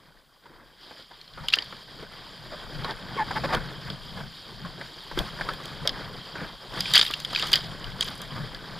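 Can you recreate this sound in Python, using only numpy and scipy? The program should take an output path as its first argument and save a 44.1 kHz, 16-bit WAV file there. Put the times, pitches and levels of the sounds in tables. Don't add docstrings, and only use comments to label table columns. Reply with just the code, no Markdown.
import sys
import numpy as np
from scipy import signal
from scipy.fft import rfft, irfft, next_fast_len
from scipy.io import wavfile
from scipy.ndimage import uniform_filter1d, map_coordinates

SR = 44100
rng = np.random.default_rng(int(sys.argv[2]) if len(sys.argv) > 2 else 0)


def to_wav(sig):
    pcm = np.clip(np.atleast_2d(sig), -1, 1) * 32767
    pcm = np.round(pcm).astype(np.int16)
    wavfile.write(sys.argv[1], SR, pcm.T)


N = 387638

# time in seconds, hiss level in dB.
FOAM_LEVELS = [(0, -61.5), (.3, -65.5), (.76, -58.5), (.82, -51.5), (.93, -49), (1.05, -53.5), (1.33, -54),
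               (1.55, -45.5), (2.1, -49.5), (2.8, -43.5), (3.05, -48), (3.35, -41), (3.7, -45.5),
               (5.0, -45.5), (5.3, -42.5), (6.65, -47), (6.95, -30.5), (7.2, -44.5), (7.48, -37.5),
               (7.7, -44.5), (8.79, -45.5)]
# time in seconds, slosh level in dB.
SLOSH_LEVELS = [(0, -56.5), (.4, -66), (.5, -56), (1.07, -62), (1.49, -52.5), (2.3, -50.5), (2.67, -43),
                (3.05, -44.5), (3.4, -39), (3.75, -44.5), (4.36, -56), (4.5, -46.5), (5.0, -52),
                (5.33, -46), (6.07, -40.5), (6.28, -48.5), (6.45, -41.5), (6.63, -57), (6.93, -42),
                (7.17, -48), (7.42, -43), (8.0, -43), (8.79, -43.5)]
# peak time in seconds, slosh, boom and heave in dB, fade in seconds.
WAVE_SURGES = [(0.61, -50, -61, -58, 0.12), (0.93, -50, -73, -66, 0.18), (1.43, -51, -41.5, -38.5, 0.092),
               (2.04, -47.5, -43.5, -47, 0.18), (2.8, -40, -37.5, -37, 0.18),
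               (3.56, -28.5, -32, -30.5, 0.086), (3.9, -44, -33, -47, 0.11),
               (4.21, -41.5, -36.5, -35, 0.15), (4.65, -49, -41, -50, 0.15), (4.8, -41, -39, -48, 0.095),
               (5.208, -32, -33, -25.5, 0.066), (5.48, -39.5, -43.5, -40, 0.3),
               (6.42, -38.5, -31.5, -50, 0.076), (6.78, -38.5, -43, -43, 0.15),
               (7.55, -39.5, -53, -42, 0.16), (7.88, -40, -37, -36, 0.067), (8.41, -47, -35, -36, .12)]
# start in seconds, level in dB, ring pitch in Hz, brightness in dB.
BIG_DROPS = [(1.023, -37, 4570, -30), (1.213, -31.5, 4250, -28), (1.277, -36.5, 4180, -35),
             (1.335, -37, 4200, -30), (1.484, -10.5, 2970, -22.5), (1.5007, -19, 3760, -33),
             (1.524, -20, 2480, -31), (1.529, -13, 3950, -30), (1.5335, -16, 4260, -35),
             (1.5367, 0, 2760, -39), (1.5556, -27, 3460, -9), (1.586, -12.5, 3030, -37),
             (1.6223, -22, 4640, -40), (2.845, -20, 4070, -29), (2.908, -23, 4550, -37),
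             (3.5477, -18.5, 3130, -17.5), (3.901, -21.5, 3370, -28), (5.1889, -13, 3390, -16),
             (5.535, -25, 3300, -23), (5.655, -29, 3290, -10.5), (5.874, -8, 5330, -19),
             (5.892, -14, 5080, -26), (6.8057, -11, 4880, -16), (6.8563, -18.5, 2420, -36),
             (6.9367, -6.5, 3780, -14), (6.9551, -4, 4830, -20), (6.9604, -4.5, 3216, -21),
             (6.9768, -1.5, 3178, -27), (6.993, -5.5, 3650, -32), (7.0121, -2, 3650, -38),
             (7.0277, -14, 3790, -26), (7.0633, -15, 3720, -30), (7.11, -17, 3400, -20),
             (7.137, -11.5, 2830, -25), (7.201, -24.5, 3800, -12.5), (7.2478, -13.5, 3340, -24),
             (7.331, -20, 4000, -22), (7.3484, -12, 3240, -36), (7.3596, -10, 2490, -37),
             (7.387, -17, 4550, -28), (7.3958, -15.5, 2780, -20), (7.424, -11, 3666, -33),
             (7.471, -27, 3040, -8), (7.5173, -15, 3260, -15), (7.5305, -4, 4740, -21),
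             (7.5359, -1, 3085, -34), (7.556, -6, 4810, -23), (7.842, -25, 2950, -28),
             (8.008, -12, 3260, -17), (8.0848, -26, 3340, -29), (8.217, -28, 3340, -8),
             (8.546, -24, 4770, -26)]
# peak time in seconds, level in dB, build and fade in seconds,
# brightness in dB.
SPRAY_SHOWERS = [(6.8, -38, .1, 0.26, -15.5), (6.956, -16.5, 0.031, 0.14, -16),
                 (7.4, -35, 0.23, 0.21, -14.5), (7.55, -31, 0.21, 0.14, -19),
                 (8.01, -24, .003, 0.041, -8.5), (8.05, -40.5, .02, .33, -12)]
# start in seconds, level in dB, pitch in Hz, 60 dB decay in seconds.
WATER_SLAPS = [(0.456, -42, 945, 0.082), (0.909, -33.5, 870, 0.047), (1.109, -40, 918, 0.12),
               (1.374, -35, 1258, 0.18), (1.436, -36.5, 954, 0.14), (1.53, -33, 1350, 0.1),
               (1.567, -31.5, 1780, 0.21), (1.725, -29.5, 1435, 0.037), (2.025, -30.5, 416, 0.061),
               (2.844, -25, 1085, 0.13), (3.308, -19.5, 852, 0.061), (4.649, -30, 1095, 0.11),
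               (4.812, -23, 1570, 0.033), (5.113, -27.5, 980, 0.048), (5.174, -18, 299, 0.079),
               (5.41, -15.5, 1560, 0.04), (5.488, -16, 1355, 0.047), (5.851, -27.5, 504, 0.21),
               (6.354, -29, 1536, 0.13), (6.774, -27.5, 1794, 0.089), (6.991, -21.5, 1740, 0.046),
               (7.103, -23, 1194, 0.041), (7.33, -23.5, 1300, 0.036), (7.427, -25.5, 1250, 0.13),
               (7.548, -23, 1870, 0.025), (8.36, -31, 1238, 0.15)]
# start in seconds, level in dB, first and last pitch in Hz,
# length in seconds, roughness from 0 to 1.
AIR_POCKETS = [(2.516, -33.5, 642, 584, 0.039, 0.56), (2.874, -27.5, 940, 890, 0.056, 0.82),
               (3.172, -24.5, 1205, 1045, 0.039, 0.3), (3.184, -19.5, 953, 860, 0.052, 0.27),
               (3.354, -21.5, 852, 888, 0.033, 0.72), (3.436, -19.5, 510, 509, 0.027, 0.72),
               (3.488, -25, 880, 907, 0.038, 0.62), (3.523, -16.5, 776, 654, 0.034, 0.78)]
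# frequency in Hz, gain in dB.
BOARD_RESPONSE = [(110, -11.5), (180, -11), (225, -9), (503, -7.5), (769, -9.5), (1110, -6.5), (1330, -10),
                  (1540, -6), (2600, -20), (3380, -70), (5720, -120)]
# frequency in Hz, gain in dB.
HOUSING_RESPONSE = [(1180, 2.5), (2000, -3.5), (2680, -7), (3230, 3), (4000, -2), (4790, 1.5), (5000, 1),
                    (5590, -12), (6300, -21), (6990, -18), (8150, -24), (9350, -14.5), (10300, -27.5),
                    (12200, -19.5), (15500, -37)]
# frequency in Hz, bandwidth in Hz, added gain in dB.
HOUSING_MODES = [(3190, 250, 4.5), (3790, 110, 3.5), (4780, 320, 3), (7160, 350, 7)]
# frequency in Hz, relative spectral density in dB.
HEAVE_SPECTRUM = [(8, -46), (18, 5), (32, 10.5), (70, -8.5), (120, -45.5)]

BOOM_HZ, BOOM_WIDTH_HZ, BOOM_FLUTTER_DB = 145.7, 61, 2
SLOSH_REFERENCE_DB = -47
BOOM_OFFSET_DB, HEAVE_OFFSET_DB = -1.5, -3.5
BOOM_SLOPE, HEAVE_SLOPE = 1.46, 1.03
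SURGE_BUILD_RATIO = 1.44
DROP_RISE_S, DROP_T60_S = 0.0011, 0.013
CEILING, TOP_HZ = 0.76, 15400
RIGHT_BASS_HZ, RIGHT_LAG_S = 110, 1.2e-6


def whitewater():
    foam_gain = amp(envelope(FOAM_LEVELS))
    slosh_gain, boom_gain, heave_gain = wave_gains()
    fizz = grains(np.ones(N), count=6000, hz=4580, octaves=0.73, cycles=2.3, scatter_db=-0.5, size=64)
    churn = wobble(22)
    return (foam_gain * foam(fizz, churn) + slosh_gain * slosh(churn)
            + boom_gain * board_boom() + heave_gain * heave())


def wave_gains():
    slosh_db = envelope(SLOSH_LEVELS)
    excess_db = slosh_db - SLOSH_REFERENCE_DB
    boom_db = SLOSH_REFERENCE_DB + BOOM_OFFSET_DB + BOOM_SLOPE * excess_db
    heave_db = SLOSH_REFERENCE_DB + HEAVE_OFFSET_DB + HEAVE_SLOPE * excess_db
    power = amp([slosh_db, boom_db, heave_db]) ** 2
    for s, *peaks_db, fade in WAVE_SURGES:
        power += amp(peaks_db)[:, None] ** 2 * swell(s, 0, SURGE_BUILD_RATIO * fade, fade) ** 2
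    return np.sqrt(power)


def foam(fizz, churn):
    strays = grains(np.ones(N), count=110, hz=6540, octaves=0.97, cycles=7.4, scatter_db=2, size=96)
    airborne = patchy_noise(2.14, size=5) + 0.38 * unit(fizz)
    hiss = unit(amp(1.15 * churn) * housing(airborne))
    return hiss + 0.049 * unit(filtered(strays, lambda hz: hz > 1500))


def slosh(churn):
    clumps = amp(4 * wobble(14))
    gurgle = grains(clumps, count=2500, hz=793, octaves=0.871, cycles=3, scatter_db=3, size=900)
    wash = board(amp(1.78 * churn) * patchy_noise(3.84, size=3))
    return unit(unit(wash) + 0.48 * unit(board(gurgle)))


def board_boom():
    def response(hz):
        damping = 1j * hz * BOOM_WIDTH_HZ
        mode = damping / (BOOM_HZ ** 2 - hz ** 2 + damping)
        floor = 0.059 * (hz > 50) * (hz < 260)
        return (mode + floor) / (1 + (hz / 250) ** 4)

    force = amp(1.5 * wobble(30)) * rng.standard_normal(N)
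    return unit(filtered(force, response) * amp(BOOM_FLUTTER_DB * wobble(11)))


def heave():
    return unit(filtered(rng.standard_normal(N), lambda hz: amp(log_interp(HEAVE_SPECTRUM, hz))))


def big_drops():
    ring, crack, tick = np.zeros((3, N + SR))
    t = np.arange(SR // 10) / SR
    rise = 1 - np.exp(-(t / DROP_RISE_S) ** 2)
    decay_db = -60 * t / DROP_T60_S
    splatter = amp(-16.5 + 0.16 * decay_db)
    for s, db, hz, bright_db in BIG_DROPS:
        span = slice(round(s * SR), round(s * SR) + len(t))
        ring[span] += amp(db + decay_db) * rise * np.sin(2 * np.pi * hz * t)
        crack[span] += amp(db) * (amp(decay_db) + splatter) * rise * rng.standard_normal(len(t))
        tick_shape = amp(db + bright_db + 1.04 * decay_db) * t / (t + 0.00049)
        tick[span] += tick_shape * rng.standard_normal(len(t))
    tick_colour = [(6500, 5.5), (8300, -0.5), (9500, 1), (15000, -5.5)]  # Hz, dB
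    treble = lambda hz: (hz > 5800) * amp(log_interp(tick_colour, hz))
    middle = lambda hz: np.exp(-(hz / 7000) ** 4) * (1 - np.exp(-(hz / 1500) ** 4))
    body = 1.35 * ring[:N] + 1.86 * housing(crack[:N])
    return filtered(body, middle) + 3.08 * filtered(tick[:N], treble)


def spray():
    body_gain = power_sum(swell(s, db, build, fade) for s, db, build, fade, _ in SPRAY_SHOWERS)
    fine_gain = power_sum(swell(s, db + bright_db, build, fade)
                          for s, db, build, fade, bright_db in SPRAY_SHOWERS)
    active = body_gain > amp(-55)
    active_s = active.sum() / SR
    clumps = active * amp(8.8 * wobble(120))
    patter = grains(clumps, int(1400 * active_s), hz=3870, octaves=0.75, cycles=3.8,
                    scatter_db=1.5, size=96)
    inside = housing(patter)
    through_board = filtered(patter, lambda hz: amp(log_interp(BOARD_RESPONSE, hz)) * (hz > 1200))
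    body = inside + 0.24 * through_board
    ticks = grains(active, int(160 * active_s), hz=9700, octaves=0.36, cycles=8.4,
                   scatter_db=4, size=160)
    fine = filtered(6 * unit(inside) + unit(ticks), lambda hz: hz > 5800)
    gated_unit = lambda x: x * active / np.sqrt(np.mean(x[active] ** 2))
    return body_gain * gated_unit(body) + fine_gain * gated_unit(fine)


def slaps():
    tone, push = np.zeros((2, N + SR))
    t = np.arange(SR // 4) / SR
    for s, db, hz, t60 in WATER_SLAPS:
        shape = amp(db - 60 * t / t60) * t / (t + 0.00055)
        drift = 0.13 * np.cumsum(rng.standard_normal(len(t)))
        span = slice(round(s * SR), round(s * SR) + len(t))
        tone[span] += shape * np.sin(2 * np.pi * hz * t + drift)
        push[span] += shape * rng.standard_normal(len(t))
    return 0.89 * filtered(tone[:N], lambda hz: hz < 3000) + 5 * board(push[:N]) + 0.41 * housing(push[:N])


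def air_pockets():
    tone, sputter = np.zeros((2, N))
    for s, db, start_hz, end_hz, length, rough in AIR_POCKETS:
        progress = np.linspace(0, 1, round(length * SR))
        pitch = end_hz + (start_hz - end_hz) * (1 - progress) ** 3
        drift = rough * 0.134 * np.cumsum(rng.standard_normal(len(progress)))
        phase = 2 * np.pi * np.cumsum(pitch) / SR + drift
        partials = np.sin(phase) + (0.22 + 0.5 * rough) * np.cos(2 * phase)
        shape = amp(db) * np.sin(np.pi * progress ** 1.03) ** 0.49
        span = slice(round(s * SR), round(s * SR) + len(progress))
        tone[span] += shape * (1 - 0.65 * rough) * partials
        sputter[span] += shape * rough * rng.standard_normal(len(progress))
    return filtered(tone, lambda hz: hz < 3000) + 4.6 * board(sputter) + 0.46 * housing(sputter)


def board(x):
    return minimum_phase(x, lambda hz: amp(log_interp(BOARD_RESPONSE, hz)))


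def housing(x):
    def gain(hz):
        modes_db = sum(db / (1 + (2 * (hz - centre) / width) ** 2) for centre, width, db in HOUSING_MODES)
        high_pass = hz ** 2 / (hz ** 2 + 1300 ** 2)
        return amp(log_interp(HOUSING_RESPONSE, hz) + modes_db) * high_pass

    return minimum_phase(x, gain)


def grains(density, count, hz, octaves, cycles, scatter_db, size):
    starts = np.searchsorted(np.cumsum(density), rng.random(count) * np.sum(density))
    pitch = np.clip(hz * 2 ** (octaves * rng.standard_normal((count, 1))), 50, SR * 0.4)
    turns = pitch * np.arange(size) / SR
    strength = amp(scatter_db * np.minimum(rng.exponential(size=(count, 1)), 3.5))
    rings = strength * np.sin(2 * np.pi * turns * (1 + 0.016 * turns)) * np.exp(-turns / cycles)
    return np.bincount((starts[:, None] + np.arange(size)).ravel(), rings.ravel(), N + size)[:N]


def patchy_noise(depth_db, size):
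    spectra = signal.stft(rng.standard_normal(N), nperseg=256)[2]
    field = uniform_filter1d(rng.standard_normal(spectra.shape), size=size, axis=0)
    field = uniform_filter1d(field, size=size, axis=1)
    return signal.istft(spectra * amp(depth_db * unit(field)), nperseg=256)[1][:N]


def minimum_phase(x, gain, size=4096):
    cepstrum = irfft(np.log(gain(np.fft.rfftfreq(size, 1 / SR)) + 1e-6))
    cepstrum[1:size // 2] *= 2
    cepstrum[size // 2 + 1:] = 0
    return signal.oaconvolve(x, irfft(np.exp(rfft(cepstrum))))[:N]


def filtered(x, response):
    size = next_fast_len(N + 8192)
    return irfft(rfft(x, size) * response(np.fft.rfftfreq(size, 1 / SR)), size)[..., :N]


def swell(s, db, build, fade):
    t = np.arange(N) / SR - s
    return amp(db - 20 * np.where(t < 0, -t / build, t / fade))


def wobble(rate):
    knots = rng.standard_normal(int(N * rate / SR) + 4)
    return map_coordinates(knots, [np.arange(N) * rate / SR])


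def envelope(points):
    return np.interp(np.arange(N) / SR, *np.transpose(points))


def log_interp(points, hz):
    frequencies, values = np.transpose(points)
    return np.interp(np.log(hz + 1), np.log(frequencies + 1), values)


def power_sum(gains):
    return np.sqrt(sum(gain ** 2 for gain in gains))


def amp(db):
    return 10 ** (np.asarray(db) / 20)


def unit(x):
    return x / np.sqrt(np.mean(x ** 2) + 1e-20)


def scene():
    water = whitewater() + spray() + big_drops() + slaps() + air_pockets()
    return np.array([water, water])


def record(dry):
    microphone_hiss = amp(-71.5) * unit(filtered(rng.standard_normal(N), lambda hz: hz > 5500))
    heard = dry[0] + microphone_hiss
    left = heard / (1 + np.abs(heard / CEILING) ** 6) ** (1 / 6)
    bass_cut = lambda hz: 1j * hz / (RIGHT_BASS_HZ + 1j * hz)
    right = filtered(left, lambda hz: bass_cut(hz) * np.exp(-2j * np.pi * hz * RIGHT_LAG_S))
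    input_hiss = amp(-85.5) * filtered(rng.standard_normal((2, N)), lambda hz: (hz / 9000) ** 2)
    return filtered(np.array([left, right]) + input_hiss, lambda hz: hz < TOP_HZ)


dry = scene()
out = record(dry)
to_wav(out)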